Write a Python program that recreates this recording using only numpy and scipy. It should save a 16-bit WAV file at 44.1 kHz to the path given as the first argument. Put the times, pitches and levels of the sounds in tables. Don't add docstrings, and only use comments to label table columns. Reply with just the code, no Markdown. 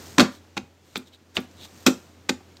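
import sys
import numpy as np
from scipy import signal
from scipy.fft import rfft, irfft, next_fast_len
from scipy.io import wavfile
from scipy.ndimage import map_coordinates

SR = 44100
rng = np.random.default_rng(int(sys.argv[2]) if len(sys.argv) > 2 else 0)


def unload_wav(signal):
    wavfile.write(
        sys.argv[1],
        SR,
        np.round(np.clip(np.atleast_2d(signal).T, -1, 1) * 32767).astype(np.int16),
    )


N = 114660

# pitch_hz, level_db
AIR_COLOUR = [(20, -51), (45, -33), (85, 0.5), (130, -3.5), (290, 0.5), (450, -5.5), (1000, -13),
              (3500, -18.5), (7000, -22), (10500, -34.5), (13500, -30.5), (16000, -36)]
# time_s, level_db
AIR_LEVEL = [(0, -47), (.45, -55.5), (.8, -59), (1.25, -59), (1.55, -52.5), (1.85, -53.5), (2.2, -55),
             (2.6, -54)]
HUM_HZ, HUM_DB, HUM_WAVER_DB = 87, -2.5, 1.2
MIC_HISS_DB = -81

# centre_s, spread_s (Gaussian), level_db, squeak_db (relative to the hiss)
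BRUSHES = [(0.03, .13, -46, -29), (0.344, 0.026, -53, -4), (0.938, 0.066, -58, -10),
           (1.077, 0.012, -58.5, 1), (1.144, 0.012, -58.5, 6.5), (1.365, .009, -38.5, -6),
           (1.41, 0.032, -54.5, -10), (1.622, 0.027, -52.5, 5), (1.649, 0.0071, -49.5, 0),
           (1.834, .16, -53, -16), (2.02, .06, -80, -7)]
# pitch_hz, level_db
HISS_COLOUR = [(100, 3), (400, 4), (1300, -1), (3000, -4), (6500, 0), (8500, -4.5), (10500, -16.5),
               (13500, -6.5), (16000, -18)]
# pitch_hz, level_db
SQUEAK_COLOUR = [(500, -51), (2700, -4), (3300, 3), (3750, 9), (4500, -1.5), (9000, -72)]
BRUSH_GRAIN_DB, BRUSH_TRIM_DB = 2, -1.5

# start_s, level_db, centre_hz, die_away_s (60 dB)
TICKS = [(0.9675, -45, 13000, .015), (0.9762, -39, 12800, 0.02), (0.9757, -34, 8100, .015),
         (1.402, -50, 12000, 0.034), (1.512, -51, 6000, 0.0067), (1.598, -50, 3700, .02),
         (1.633, -41.5, 3700, .025), (1.652, -52, 4600, 0.026), (2.405, -49.5, 820, 0.048),
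         (2.568, -44, 3600, 0.022)]
TICK_OCTAVES, TICK_ATTACK_S = 0.4, 0.00088

SNAP_S, SNAP_DB, SNAP_HZ, SNAP_T60_S, SNAP_ATTACK_S = 1.3685, 4, 3020, 0.0032, 0.00036

# start_s, level_db, push_hz
THUMPS = [(0.1828, -8.5, 280), (0.2021, -16.5, 188), (0.2198, -10.5, 224), (0.5697, -30, 280),
          (0.5843, -33, 263), (0.630, -38.5, 129), (0.9682, -32, 236), (0.996, -41, 158), (1.371, -35, 325),
          (1.3828, -23.5, 220), (1.443, -42.5, 200), (1.8653, -18.5, 310), (1.8765, -12.5, 294),
          (2.2946, -33.5, 326), (2.2982, -21, 258)]
# pitch_hz, level_db, die_away_s (60 dB)
BOARD_MODES = [(125, -15, 0.24), (165.6, -9.5, 0.11), (205.4, -5.5, .16), (254.2, -0.5, 0.16),
               (303.3, -8.5, 0.13), (360, -3.5, 0.12), (449, -9, 0.11), (526, -11.5, 0.15),
               (564.5, -10, 0.12), (765, -6, 0.14), (844, -12.5, .12), (1322, -4, .12)]
PUSH_DB, PUSH_T60_S = 8.5, 0.02
PUSH_OCTAVES, BOARD_ATTACK_S = 0.96, 0.0018

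# start_s, level_db, die_away_s (60 dB), treble_edge_hz,
# pocket_hz (trapped air), pocket_boost_db, room_db (relative to the smack)
SMACKS = [(0.1816, -8, 0.038, 5800, 830, 9.5, -6), (0.1948, -9, 0.061, 4300, 1560, -2.5, -5.5),
          (0.2024, -9.5, 0.063, 5500, 605, 11.5, -12), (0.5676, -24, 0.051, 4840, 920, 8.5, -14.5),
          (0.5752, -19.5, 0.021, 4850, 2620, 6, -13.5), (0.9562, -22.5, 0.042, 4950, 2300, 5, -11.5),
          (0.9660, -26, 0.025, 7000, 3800, 15.5, -11), (1.3677, -18, 0.017, 4400, 3330, 8, -26),
          (1.3725, -22.5, .055, 2470, 770, 2.5, -9), (1.8640, -6, 0.046, 12000, 4760, 1, -11),
          (1.8751, -19, 0.072, 7000, 1240, 3.5, -20), (2.2914, -13, 0.033, 7800, 3470, 6, -14),
          (2.2958, -17.5, 0.014, 5030, 1410, 1, -15)]
# pitch_hz, level_db
SKIN_COLOUR = [(40, -23.5), (130, -3), (300, 2.5), (450, 3.5), (600, -4.5), (900, -3.5), (1080, -3.5),
               (1350, 0), (1950, -5.5), (2450, -1.5), (2900, -8.5), (3700, -2.5), (5200, -7.5), (7500, -9),
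               (10500, -23), (13000, -14), (16000, -24.5)]
SMACK_ATTACK_S, BURST_GRAIN_DB, POCKET_OCTAVES = 0.0018, 2.5, 0.34
LEAD_IN_S, LEAD_IN_DB = 0.0044, -21

# pitch_hz, die_away_s (60 dB)
ROOM_T60 = [(100, .24), (300, .25), (1500, .26), (5000, .23), (14000, .2)]
# pitch_hz, level_db
ROOM_COLOUR = [(100, 5), (300, 3.5), (1500, 1), (3500, -2.5), (7000, 3.5), (15000, 3.5)]
BOARD_ROOM_DB, TICK_ROOM_DB, ROOM_BUILD_S = -17, -15, 0.002

CLIP_TOP = 1.05
LOW_CUT_HZ, TOP_HZ = 55, 15850


def amp(db):
    return 10 ** (np.asarray(db) / 20)


def unit(x):
    return x / np.sqrt(np.mean(x ** 2) + 1e-20)


def along(points, hz):
    f, v = np.transpose(points)
    return np.interp(np.log(hz + 1), np.log(f + 1), v)


def hump(hz, centre_hz, octaves):
    return 1 / (1 + (np.log2((hz + 1) / centre_hz) / octaves) ** 2)


def wobble(rate, size):
    knots = rng.standard_normal(int(size * rate / SR) + 4)
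    return map_coordinates(knots, [np.arange(size) * rate / SR])


def filtered(x, response):
    m = next_fast_len(N + SR // 2)
    return irfft(rfft(x, m) * response(np.fft.rfftfreq(m, 1 / SR)), m)[..., :N]


def noise(colour):
    return unit(filtered(rng.standard_normal(N), lambda hz: amp(along(colour, hz))))


def causal(response, size=2048):
    gain = np.maximum(response(np.fft.rfftfreq(size, 1 / SR)), 1e-6)
    cepstrum = irfft(np.log(gain))
    cepstrum[1:size // 2] *= 2
    cepstrum[size // 2 + 1:] = 0
    h = irfft(np.exp(rfft(cepstrum)))
    return h / np.linalg.norm(h)


def add(track, s, sound):
    part = track[round(s * SR):][:len(sound)]
    part += sound[:len(part)]


def burst(t60, attack_s, response):
    t = np.arange(SR // 8) / SR
    grains = rng.standard_normal(len(t)) * amp(BURST_GRAIN_DB * wobble(1500, len(t)))
    rise = np.minimum(t / attack_s, 1)
    fall = amp(-60 * np.maximum(t - attack_s, 0) / t60)
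    envelope = rise * fall
    coloured = signal.fftconvolve(grains * envelope, causal(response))
    return coloured * np.linalg.norm(envelope) / np.linalg.norm(coloured)


def background():
    t = np.arange(N) / SR
    tone = np.sin(2 * np.pi * HUM_HZ * t + 0.5 * wobble(4, N))
    hum = unit(tone * amp(HUM_WAVER_DB * wobble(7.6, N)))
    level = amp(np.interp(t, *np.transpose(AIR_LEVEL)))
    return level * (noise(AIR_COLOUR) + amp(HUM_DB) * hum)


def room(x):
    out, size = np.zeros(N), SR // 3
    for start in range(0, N, size):
        hz, t, grid = signal.stft(rng.standard_normal(SR // 2), SR, nperseg=256)
        decay_db = -60 * t / along(ROOM_T60, hz)[:, None]
        gain = amp(along(ROOM_COLOUR, hz)[:, None] + decay_db)
        tail = signal.istft(grid * gain, SR, nperseg=256)[1]
        tail = tail * (1 - np.exp(-np.arange(len(tail)) / SR / ROOM_BUILD_S))
        tail = tail / np.linalg.norm(tail)
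        add(out, start / SR, signal.fftconvolve(x[start:start + size], tail))
    return out


def brushes():
    t = np.arange(N) / SR
    hiss_level, squeak_level = np.zeros(N), np.zeros(N)
    for centre_s, spread_s, db, squeak_db in BRUSHES:
        stroke = amp(db) * np.exp(-((t - centre_s) / spread_s) ** 2 / 2)
        hiss_level += stroke
        squeak_level += stroke * amp(squeak_db)
    rubbing = noise(HISS_COLOUR) * hiss_level + noise(SQUEAK_COLOUR) * squeak_level
    return rubbing * amp(BRUSH_GRAIN_DB * wobble(510, N) + BRUSH_TRIM_DB)


def ticks():
    out = np.zeros(N)
    for s, db, centre_hz, t60 in TICKS:
        tick = burst(t60, TICK_ATTACK_S, lambda hz: hump(hz, centre_hz, TICK_OCTAVES))
        add(out, s, amp(db) * tick)
    return out


def snap():
    out, t = np.zeros(N), np.arange(SR // 50) / SR
    envelope = amp(SNAP_DB - 60 * t / SNAP_T60_S) * (1 - np.exp(-t / SNAP_ATTACK_S))
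    add(out, SNAP_S, envelope * np.sin(2 * np.pi * SNAP_HZ * t))
    return out


def board():
    out, t = np.zeros(N), np.arange(SR // 3) / SR
    onset = 1 - np.exp(-t / BOARD_ATTACK_S)
    for s, db, push_hz in THUMPS:
        ring = np.zeros(len(t))
        for k, (hz, level, t60) in enumerate(BOARD_MODES):
            decay = amp(level + rng.normal(0, 1) - 60 * t / t60)
            share = hump(hz, push_hz, PUSH_OCTAVES) * (-1) ** k
            ring += share * decay * np.sin(2 * np.pi * hz * t)
        push = amp(PUSH_DB - 60 * t / PUSH_T60_S) * np.sin(2 * np.pi * push_hz * t)
        add(out, s, amp(db) * (ring + push) * onset)
    return out


def smacks():
    direct, to_room = np.zeros(N), np.zeros(N)
    for s, db, t60, edge_hz, pocket_hz, pocket_db, room_db in SMACKS:
        def colour(hz):
            pocket = pocket_db * hump(hz, pocket_hz, POCKET_OCTAVES)
            return amp(along(SKIN_COLOUR, hz) + pocket) / np.sqrt(1 + (hz / edge_hz) ** 3)

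        smack = amp(db) * burst(t60, SMACK_ATTACK_S, colour)
        lead_in = amp(db + LEAD_IN_DB) * burst(t60, LEAD_IN_S, colour)
        add(direct, s, smack)
        add(direct, s - LEAD_IN_S, lead_in)
        add(to_room, s, amp(room_db) * smack)
    return direct, to_room


def scene():
    smack, smack_to_room = smacks()
    tick = ticks() + snap()
    thump = board()
    echo = room(smack_to_room + amp(TICK_ROOM_DB) * tick + amp(BOARD_ROOM_DB) * thump)
    mono = background() + echo + brushes() + tick + thump + smack
    side = amp(MIC_HISS_DB) * noise([(2000, -20.5), (5000, -5.5), (15000, 2)])
    return np.array([mono + side, mono - side])


def record(dry):
    rounded = dry / (1 + np.abs(dry / CLIP_TOP) ** 4) ** (1 / 4)
    low_cut = signal.butter(2, LOW_CUT_HZ, 'highpass', fs=SR, output='sos')
    thinned = signal.sosfilt(low_cut, rounded)
    return filtered(thinned, lambda hz: 1 / np.sqrt(1 + (hz / TOP_HZ) ** 140))


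dry = scene()
out = record(dry)
unload_wav(out)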